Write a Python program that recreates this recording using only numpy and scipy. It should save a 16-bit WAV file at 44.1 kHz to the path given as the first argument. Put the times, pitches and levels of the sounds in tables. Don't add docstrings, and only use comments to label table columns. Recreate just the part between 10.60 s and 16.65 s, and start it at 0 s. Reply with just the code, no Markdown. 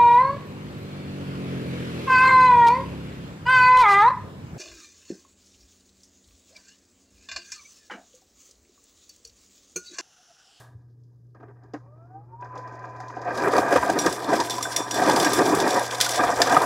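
import sys
import numpy as np
from scipy import signal
from scipy.fft import rfft, irfft, next_fast_len
from scipy.io import wavfile
from scipy.ndimage import map_coordinates

SR = 44100
rng = np.random.default_rng(int(sys.argv[2]) if len(sys.argv) > 2 else 0)


def master(y):
    cut = np.clip(np.atleast_2d(y).T, -1, 1)
    pcm = np.round(cut * 32767)
    wavfile.write(sys.argv[1], SR, pcm.astype(np.int16))


N = 266849


def amp(db):
    return 10 ** (np.asarray(db) / 20)


def unit(x):
    return x / np.sqrt(np.mean(x ** 2) + 1e-20)


def seconds(count=N):
    return np.arange(count) / SR


def curves(rows):
    s, *cols = np.transpose(rows)
    return [np.interp(seconds(), s, c) for c in cols]


def wobble(rate):
    at = np.arange(0, N + 32, 32)
    points = rng.standard_normal(int(N * rate / SR) + 4)
    return np.interp(np.arange(N), at, map_coordinates(points, [at * rate / SR]))


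def wobbles(rate, count):
    return np.array([wobble(rate) for _ in range(count)])


def filtered(x, response):
    m = next_fast_len(N + SR // 2)
    return irfft(rfft(x, m) * response(np.fft.rfftfreq(m, 1 / SR)), m)[..., :N]


def colour(points):
    f, db = np.transpose(points)
    return lambda hz: amp(np.interp(np.log(hz + 1), np.log(f + 1), db))


def add(track, s, sound):
    track[round(s * SR):][:len(sound)] += sound


def swells(rows, fall_s):
    t = seconds()
    peaks = [amp(db - 10 * np.maximum((s - t) / rise_s, (t - s) / fall_s)) for s, db, rise_s in rows]
    return np.max(peaks, axis=0)


def grains(spread_db, life, clump_db, bed, count):
    sizes = amp(spread_db * np.minimum(rng.exponential(size=(count + 1, N)), 3.5))
    starts = rng.random((count + 1, N)) < 250 / SR
    puffs = signal.lfilter([1], [1, -amp(-60 / SR / life)], sizes * starts)
    clumps = amp(clump_db * (wobble(30) + 0.87 * wobbles(25, count)))
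    return (0.81 * puffs[0] + puffs[1:] + bed) * clumps * rng.standard_normal((count, N))


# (frequency [Hz], width of one pass [Hz], level [dB])
CABINET_MODES = [(172.2, 110, -12.5), (303, 113, -2), (398, 120, -3.5), (517, 150, -4), (708, 179, -0.5),
                 (954, 167, -3), (1192, 190, -5.5), (1600, 165, -5), (1850, 230, -13), (2400, 200, -18)]
SHUT_FROM_S, SHUT_UNTIL_S, SHUT_ABOVE_HZ, SHUT_DB = 1.22, 1.8, 1400, -7


def cabinet(drive):
    c, w, db = np.transpose(CABINET_MODES)[:, :, None]
    t = seconds()
    quiet = (c > SHUT_ABOVE_HZ) * (t < SHUT_UNTIL_S) * ((t > SHUT_FROM_S) | (c > 2000))
    resonance = lambda f: amp(db) * (f * w / (c * c - f * f + 1j * f * w)) ** 2
    return filtered(drive * amp(SHUT_DB * quiet), resonance)


# (frequency [Hz], level [dB])
ROOM_COLOUR = [(15, -64), (25, -34), (63, -15), (91, -12), (124, -2), (208, -19), (269, -13), (450, -20),
               (1090, -59), (2500, -59), (4600, -58), (5120, -48), (5700, -56), (15600, -57), (22000, -120)]


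def room():
    return amp(-61) * unit(filtered(rng.standard_normal(N), colour(ROOM_COLOUR)))


# (time [s], level [dB])
HUM_LEVEL = [(0.0, -52), (0.6, -52), (2.0, -46.5), (3.0, -46), (3.2, -51), (3.5, -48), (6.05, -46)]
HUM_HZ = 120


def compressor():
    level = amp(HUM_LEVEL_DB() + 0.57 * wobble(12))
    return np.sqrt(2) * level * np.sin(2 * np.pi * HUM_HZ * seconds() + .25 * wobble(6))


def HUM_LEVEL_DB():
    return curves(HUM_LEVEL)[0]


# (start of the last 10 dB of rise [s], level [dB])
DOOR_JOLTS = [(2.962, -48), (3.145, -39), (3.292, -51), (3.453, -44), (3.728, -50), (3.8, -49),
              (3.997, -49), (4.5, -46), (4.57, -46), (4.71, -45), (4.926, -45), (5.642, -47), (5.766, -44),
              (5.85, -48)]
JOLT_RISE_S, JOLT_FALL_S = .02, .035
SHAKE_DB, SHAKE_UNDER_GRIND_DB = -68, -38
THUD_S, THUD_DB, THUD_HZ, THUD_HALF_S = .16, -37, 105, .011


def door():
    noise = amp(2.7 * wobble(14)) * rng.standard_normal(N)
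    shake = filtered(noise, colour([(15, -40), (40, -18), (80, 0.5), (200, -18), (400, -62)]))
    jolts = swells([(s + JOLT_RISE_S, db, JOLT_RISE_S) for s, db in DOOR_JOLTS], JOLT_FALL_S)
    strength = amp(SHAKE_DB) + amp(curves(GRINDING)[0] + SHAKE_UNDER_GRIND_DB) + jolts
    t = seconds() - THUD_S
    bump = amp(THUD_DB) * np.exp(-(t / THUD_HALF_S) ** 2) * np.cos(2 * np.pi * THUD_HZ * t)
    return strength * unit(shake) + bump


# (frequency [Hz], level [dB])
CLACK_COLOUR = [(600, -20), (1400, -6), (1700, 5), (2100, -8), (3600, -3), (5000, -3), (9000, -6),
                (15500, -14), (16400, -40)]
# (frequency [Hz], level [dB], 60 dB decay [s])
CLACK_TONES = [(1680, -60, .6), (3650, -70, .4), (4940, -72, .4)]


def clack_tail():
    t = seconds()
    tail = amp(-54 - 60 * t / 0.3) * unit(filtered(rng.standard_normal(N), colour(CLACK_COLOUR)))
    for hz, db, t60 in CLACK_TONES:
        tail = tail + amp(db + 3 * wobble(60) - 60 * t / t60) * np.sin(2 * np.pi * hz * t)
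    return tail


# (time [s], whine [Hz], whine level [dB], overtone level [dB], low order level [dB])
MOTOR_WHINE = [(1.1, 440, -120, -120, -120), (1.18, 491, -80, -66, -90), (1.27, 560, -64, -69, -85),
               (1.4, 654, -59, -63, -80), (1.49, 722, -58, -68, -66), (1.56, 775, -48.5, -78, -59),
               (1.63, 832, -56, -90, -62), (1.69, 880, -63, -92, -62), (1.77, 942, -45.5, -92, -66),
               (1.86, 1008, -47.5, -86, -69), (2.2, 1008, -47, -83, -70), (2.7, 1005, -44.5, -82, -73),
               (6.05, 1003, -43, -80, -72)]


def motor():
    hz, db, octave_db, low_db = curves(MOTOR_WHINE)
    load = np.interp(seconds(), [1.8, 2.1, 2.8], [.005, .003, .01])
    turn = 2 * np.pi * np.cumsum(hz * (1 + load * wobble(60))) / SR
    orders = np.sin(0.405 * turn) + 0.4 * np.sin(0.59 * turn)
    orders = orders + .3 * np.sin(1.19 * turn) + .2 * np.sin(1.55 * turn)
    tone = amp(db) * np.sin(turn) + amp(octave_db) * np.sin(2 * turn) + amp(low_db) * orders
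    return np.sqrt(2) * amp(3.5 * wobble(45)) * tone


# (time [s], level [dB])
BIN_TICKS = [(0.4365, -61), (0.7478, -63), (1.0352, -57), (1.1364, -40), (1.8094, -51), (1.8458, -49),
             (1.9546, -45), (1.977, -36), (2.0758, -44), (2.1242, -49), (2.192, -48), (2.2509, -46),
             (2.2958, -50), (2.3631, -47), (2.4026, -35), (2.4829, -38), (2.6166, -36), (2.648, -39),
             (2.7118, -43)]
# (frequency [Hz], level [dB])
MUFFLED_COLOUR = [(1530, -32), (2810, -24), (3300, -12), (4500, -8), (4980, 0), (5500, -7), (6100, -5),
                  (6900, -7), (8000, -22), (15600, -37), (22000, -120)]


def ticks():
    puff, t = np.zeros(N + SR), seconds(SR // 5)
    for s, db in BIN_TICKS:
        fade = amp(db - 1 - 60 * t / 0.035) + amp(db - 10 - 60 * t / .25)
        add(puff, s, fade * rng.standard_normal(len(t)))
    return filtered(puff[:N], colour(MUFFLED_COLOUR))


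# (time [s], relative level [dB], pitch [Hz], 60 dB decay [s])
CABINET_BLOWS = [(0.747, -41, 1240, 0.032), (0.8, -37, 307, 0.05), (0.829, -32, 708, 0.04),
                 (0.882, -39, 383, 0.05), (1.034, -43.5, 750, 0.047), (1.135, -26, 452, .07),
                 (1.139, -21, 296, 0.1), (1.163, -34, 320, .05), (1.822, -25.5, 983, 0.05),
                 (1.957, -25, 1000, 0.06), (2.24, -27, 1012, 0.059), (2.4, -22.5, 750, 0.052),
                 (2.499, -23, 980, 0.05), (2.568, -18.5, 742, 0.05), (2.678, -12.5, 710, 0.05),
                 (2.933, -7, 467, 0.05), (2.955, -7, 450, 0.04), (2.98, -3.5, 718, 0.05),
                 (3.08, -13, 900, .04), (3.126, -3.5, 581, 0.05), (3.157, 1.5, 520, 0.035),
                 (3.226, -7, 1000, 0.05), (3.294, -9, 757, 0.05), (3.463, -10.5, 464.4, 0.05),
                 (3.688, -13, 299, 0.08), (3.729, -2, 694, 0.039), (3.795, -9, 980, 0.05),
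                 (3.982, -13.5, 996, 0.048), (4.008, -17, 1200, .03), (4.053, -13.5, 1530, 0.038),
                 (4.42, -6, 730, 0.047), (4.459, -8, 684, .04), (4.494, -7, 832, 0.047),
                 (4.564, -7.5, 910, 0.054), (4.659, -9, 299, 0.091), (4.787, -8, 388, .06),
                 (4.814, -8, 361, .04), (4.932, -5, 390, 0.045), (4.972, -14, 431, .04),
                 (5.061, -10, 900, .04), (5.075, -9, 700, .04), (5.161, -11, 711, .04),
                 (5.402, -15, 1490, 0.04), (5.463, -13, 1450, .04), (5.592, -6.5, 1189, 0.05),
                 (5.635, -10, 700, .04), (5.803, -9, 690, 0.048), (5.817, -3, 1750, .03),
                 (5.83, -10, 700, .03), (5.873, -12, 1300, .03), (5.897, -13, 1500, .03),
                 (5.923, -4, 754, 0.068), (5.966, 4.5, 1236, 0.035)]


def crunches():
    ring, puff, t = np.zeros(N + SR), np.zeros(N + SR), seconds(SR // 4)
    for s, db, hz, t60 in CABINET_BLOWS:
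        front = amp(db) * (1 - np.exp(-t / 0.0014))
        add(ring, s, 0.52 * front * amp(-60 * (t / t60) ** 1.2) * np.sin(2 * np.pi * hz * t))
        add(puff, s, 2.6 * front * amp(-65 * t / t60) * rng.standard_normal(len(t)))
    uneven = amp(2.57 * wobbles(18, len(CABINET_MODES)))
    body = cabinet(puff[None, :N] * uneven).sum(0)
    return filtered(ring[:N], lambda hz: 1j * hz / (120 + 1j * hz)) + body


# (time [s], relative level [dB], brightness [dB],
# ring of the tumbler [dB], pitch of the piece [Hz])
ICE_CHIPS = [(2.7748, -25, -11, -25, 4970), (2.9344, -24, -9, -25, 7330), (2.9649, -21, -7, -25, 4540),
             (2.9808, -17, -10, -25, 4950), (3.1245, -23, -7, -25, 4980), (3.1599, -19, -10, -25, 3040),
             (3.2981, -18, -8, -25, 5030), (3.3874, -13, -12, -3, 3530), (3.4183, -19, -10, -16, 5660),
             (3.4617, -12, -9, -15, 6010), (3.5251, -20, -1, -10, 7820), (3.7326, -24, -9, -11, 6230),
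             (3.7621, -22, -6, -10, 5080), (3.801, -13, -15, -15, 4940), (3.8972, -19, -9, -1, 5740),
             (3.9057, -18, -3, -3, 3520), (3.9814, -23, -6, -14, 5580), (4.0265, -17, -1, 0, 7450),
             (4.1626, -9, -3, -5, 5730), (4.3098, -16, -7, -4, 4930), (4.3417, -20, -3, -3, 7450),
             (4.437, -21, -9, -10, 5080), (4.462, -23, -9, -4, 2620), (4.4739, -21, -10, -14, 4770),
             (4.4959, -19, -11, -10, 5070), (4.5612, -12, -10, -15, 4800), (4.5992, -12, -7, -11, 3590),
             (4.6276, -16, -9, -14, 4500), (4.646, -12, -8, -5, 5730), (4.7323, -12, -5, -8, 10100),
             (4.7901, -19, -8, -11, 5020), (4.8601, -19, -10, -15, 5590), (4.9489, -20, 3, -8, 10200),
             (5.0012, -14, -6, -12, 3560), (5.0781, -19, -6, -16, 5000), (5.106, -16, -7, -7, 3520),
             (5.194, -19, -6, -11, 9780), (5.309, -19, -11, -13, 3320), (5.3479, -20, -9, -13, 3790),
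             (5.402, -11, -8, -12, 5630), (5.4105, 0, -8, -17, 3260), (5.463, -17, -3, -12, 10000),
             (5.4916, -13, -7, -14, 4980), (5.516, -19, -2, -14, 9900), (5.5575, -16, -4, -8, 5760),
             (5.6358, -21, -9, -14, 6560), (5.8174, -3, -11, -24, 4910), (5.8723, -16, -11, -14, 4910),
             (5.8957, -16, -11, -14, 3490), (5.9246, -21, -11, -16, 2830), (5.9446, -19, -10, -14, 2900),
             (6.0184, -21, -10, -17, 4240)]
SHARD_SPREAD, SHARD_T60_S, SHARD_DB = .2, .024, -14


def shards():
    track, t = np.zeros(N + SR), seconds(SR // 20)
    for s, db, *_, hz in ICE_CHIPS:
        pitch, size, phase = rng.standard_normal((3, 6, 1))
        note_hz = hz * np.exp(SHARD_SPREAD * np.clip(pitch, -2, 2) ** 3 / 4)
        notes = np.sin(2 * np.pi * (note_hz * t + phase))
        fade = amp(db + SHARD_DB + 2.5 * size - 60 * t / SHARD_T60_S)
        add(track, s, (fade * notes).sum(0) * (1 - np.exp(-t / .0012)))
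    return track[:N]


# (frequency [Hz], level [dB], 60 dB decay [s])
STEEL_MODES = [(3418, -10, .2), (3532, -3, 0.24), (4270, -12, 0.17), (4980, -10, 0.18), (5249, -12, .25),
               (5577, -6, 0.3), (5658, -9, 0.45), (5750, -4.5, 0.18), (6900, -12, 0.2), (7474, -8, 0.33),
               (7828, -11, 0.3), (8370, -17, 0.3), (9137, -12, 0.55), (9730, -14, .2), (11200, -19, 0.2),
               (12750, -20, 0.18), (13070, -16, 0.15)]
# (frequency [Hz], level [dB])
SPLINTER_COLOUR = [(400, -50), (1180, -9), (2000, -1), (2720, -8.5), (3510, -4), (4490, -6), (4950, 0),
                   (5360, -5), (6000, -3), (6800, -7), (7400, -4), (8200, -9), (10000, -10.5), (15100, -22),
                   (16400, -25)]
BRIGHT_HZ = 7000


def chips():
    count = len(STEEL_MODES)
    ring, crack, t = np.zeros((count, N + SR)), np.zeros((2, N + SR)), seconds(SR // 3)
    modes = np.array([amp(level - 60 * t / t60) * np.sin(2 * np.pi * (hz * t + rng.random()))
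                      for hz, level, t60 in STEEL_MODES])
    modes = modes * (1 + 1.1 * amp(-60 * t / .06)) * (1 - np.exp(-t / .0005))
    for s, db, bright_db, ring_db, _ in ICE_CHIPS:
        strengths = amp(db + ring_db - 14.5 + rng.normal(0, 2.8, (count, 1)))
        ring[:, round(s * SR):][:, :len(t)] += strengths * modes
        fade = amp(db - 10 - 60 * t / 0.019) + amp(db - 20.5 - 60 * t / .14)
        burst = fade * (1 - np.exp(-t / .0008)) * rng.standard_normal(len(t))
        add(crack[0], s, burst)
        add(crack[1], s, amp(bright_db) * burst)
    flutter = amp(3.2 * wobbles(110, count))
    low = lambda hz: 1 / (1 + (hz / BRIGHT_HZ) ** 4)
    no_bass = lambda hz: hz ** 4 / (hz ** 4 + 1900 ** 4)
    bands = lambda hz: colour(SPLINTER_COLOUR)(hz) * no_bass(hz) * [low(hz), 1 - low(hz)]
    loudness = np.std(filtered(rng.standard_normal((2, N)), bands), axis=1)[:, None]
    return (ring[:, :N] * flutter).sum(0) + (filtered(crack[:, :N], bands) / loudness).sum(0)


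# (time [s], cabinet rattle [dB], lift of its low resonances [dB],
# splinter fizz [dB])
GRINDING = [(0.0, -52, -4, -90), (0.3, -80, 5, -90), (0.74, -84, 5, -90), (0.8, -63, 5, -90),
            (1.78, -62, 3, -91), (1.83, -45, -3, -78), (2.0, -43, -4, -73), (2.6, -39.5, -3, -63),
            (2.78, -27, 0, -46), (3.0, -25, -2, -41), (3.25, -30, -1, -40), (3.36, -27, 7, -40),
            (3.55, -33, 0, -37), (3.62, -33, 0, -44), (3.72, -32, 4, -41), (4.1, -36, -2, -42),
            (4.3, -33, -1, -44), (4.42, -24, 2, -34), (4.7, -24, 1, -31), (4.85, -24, 5, -34),
            (5.15, -25, 0, -34), (5.25, -32, -6, -38), (5.4, -32, -6, -37), (5.44, -29, -6, -29),
            (5.57, -29, -6, -34), (5.62, -23, -7, -36), (6.05, -21, -4, -36)]
# (time of the peak [s], rattle level [dB], build-up for 10 dB [s])
STRAIN_SURGES = [(0.0, -42, .01), (0.755, -52, .004), (0.81, -52, .01), (0.835, -49, .02), (0.91, -53, .04),
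                 (1.05, -55, .02), (1.09, -58, .03), (1.147, -47, .006), (1.97, -36, .03), (2.88, -18, .1),
                 (2.98, -15, .04), (3.13, -16, .03), (3.165, -17, .006), (3.24, -23, .015), (3.3, -19, .01),
                 (3.47, -19, .03), (3.74, -17, .045), (3.81, -19, .02), (4.21, -27, .08),
                 (4.43, -19.5, .06), (4.5, -16, .06), (4.53, -19, .03), (4.67, -20, .1), (4.82, -20, .05),
                 (4.88, -21, .05), (5.07, -19, .08), (5.18, -19.5, .05), (5.22, -24, .02), (5.6, -21, .015),
                 (5.64, -19, .015), (5.81, -18, .02), (5.97, -18, .08)]
FIZZ_CENTRES = [2500, 4300, 6500, 10000]
LET_GO_S = .022
DULL_SPRAY_DB, BITING_SPRAY_DB = -34, -21
LOW_HZ = 450
SING_DB, SING_WIDTH_HZ = -8.5, 30
FIRST_DROP_S = 3.38


def crusher():
    rattle_db, low_db, fizz_db = curves(GRINDING)
    surge = swells(STRAIN_SURGES, LET_GO_S)
    rows = cabinet(grains(3.6, 0.027, clump_db=1.5, bed=2.25, count=len(CABINET_MODES)))
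    low = np.array(CABINET_MODES)[:, :1] < LOW_HZ
    rattle = (rows * amp(low * low_db)).sum(0) / np.std(rows.sum(0))

    centre = np.log(FIZZ_CENTRES)
    share = lambda hz: np.sqrt([np.interp(np.log(hz + 1), centre, row) for row in np.eye(len(centre))])
    fine = filtered(grains(4.2, 0.021, clump_db=2.1, bed=1.9, count=len(centre)), share).sum(0)
    biting = np.interp(seconds(), [2.63, 2.85], [0, 1])
    sharp = unit(filtered(fine, colour(SPLINTER_COLOUR)))
    dull = unit(filtered(fine, colour(MUFFLED_COLOUR)))
    steel = lambda f: sum(amp(db) * 1j * f * SING_WIDTH_HZ / (c * c - f * f + 1j * f * SING_WIDTH_HZ)
                          for c, db, _ in STEEL_MODES)
    singing = amp(SING_DB) * (np.arange(N) > FIRST_DROP_S * SR) * unit(filtered(fine, steel))
    fizz = biting * sharp + (1 - biting) * dull + singing
    spray = surge * amp(np.interp(biting, [0, 1], [DULL_SPRAY_DB, BITING_SPRAY_DB]))
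    return np.hypot(amp(rattle_db), surge) * rattle + np.hypot(amp(fizz_db), spray) * fizz


# (frequency [Hz], level relative to the middle [dB])
SIDE_COLOUR = [(25, -19), (70, -36), (1500, -42), (4000, -51), (12000, -32)]


def scene():
    background = room() + compressor() + door() + clack_tail()
    mid = background + motor() + ticks() + crunches() + shards() + chips() + crusher()
    blur = rng.standard_normal(600) * amp(-60 * np.arange(600) / 600)
    blurred = signal.fftconvolve(mid, blur / np.linalg.norm(blur))[:N]
    side = filtered(blurred, colour(SIDE_COLOUR))
    return np.array([mid + side, mid - side])


TOP_HZ = 15900


def record(dry):
    soft = dry / (1 + np.abs(dry / .95) ** 6) ** (1 / 6)
    return filtered(soft, lambda hz: np.interp(hz, [TOP_HZ - 100, TOP_HZ, 16500, 16510], [1, .03, .01, 0]))


dry = scene()
out = record(dry)
master(out)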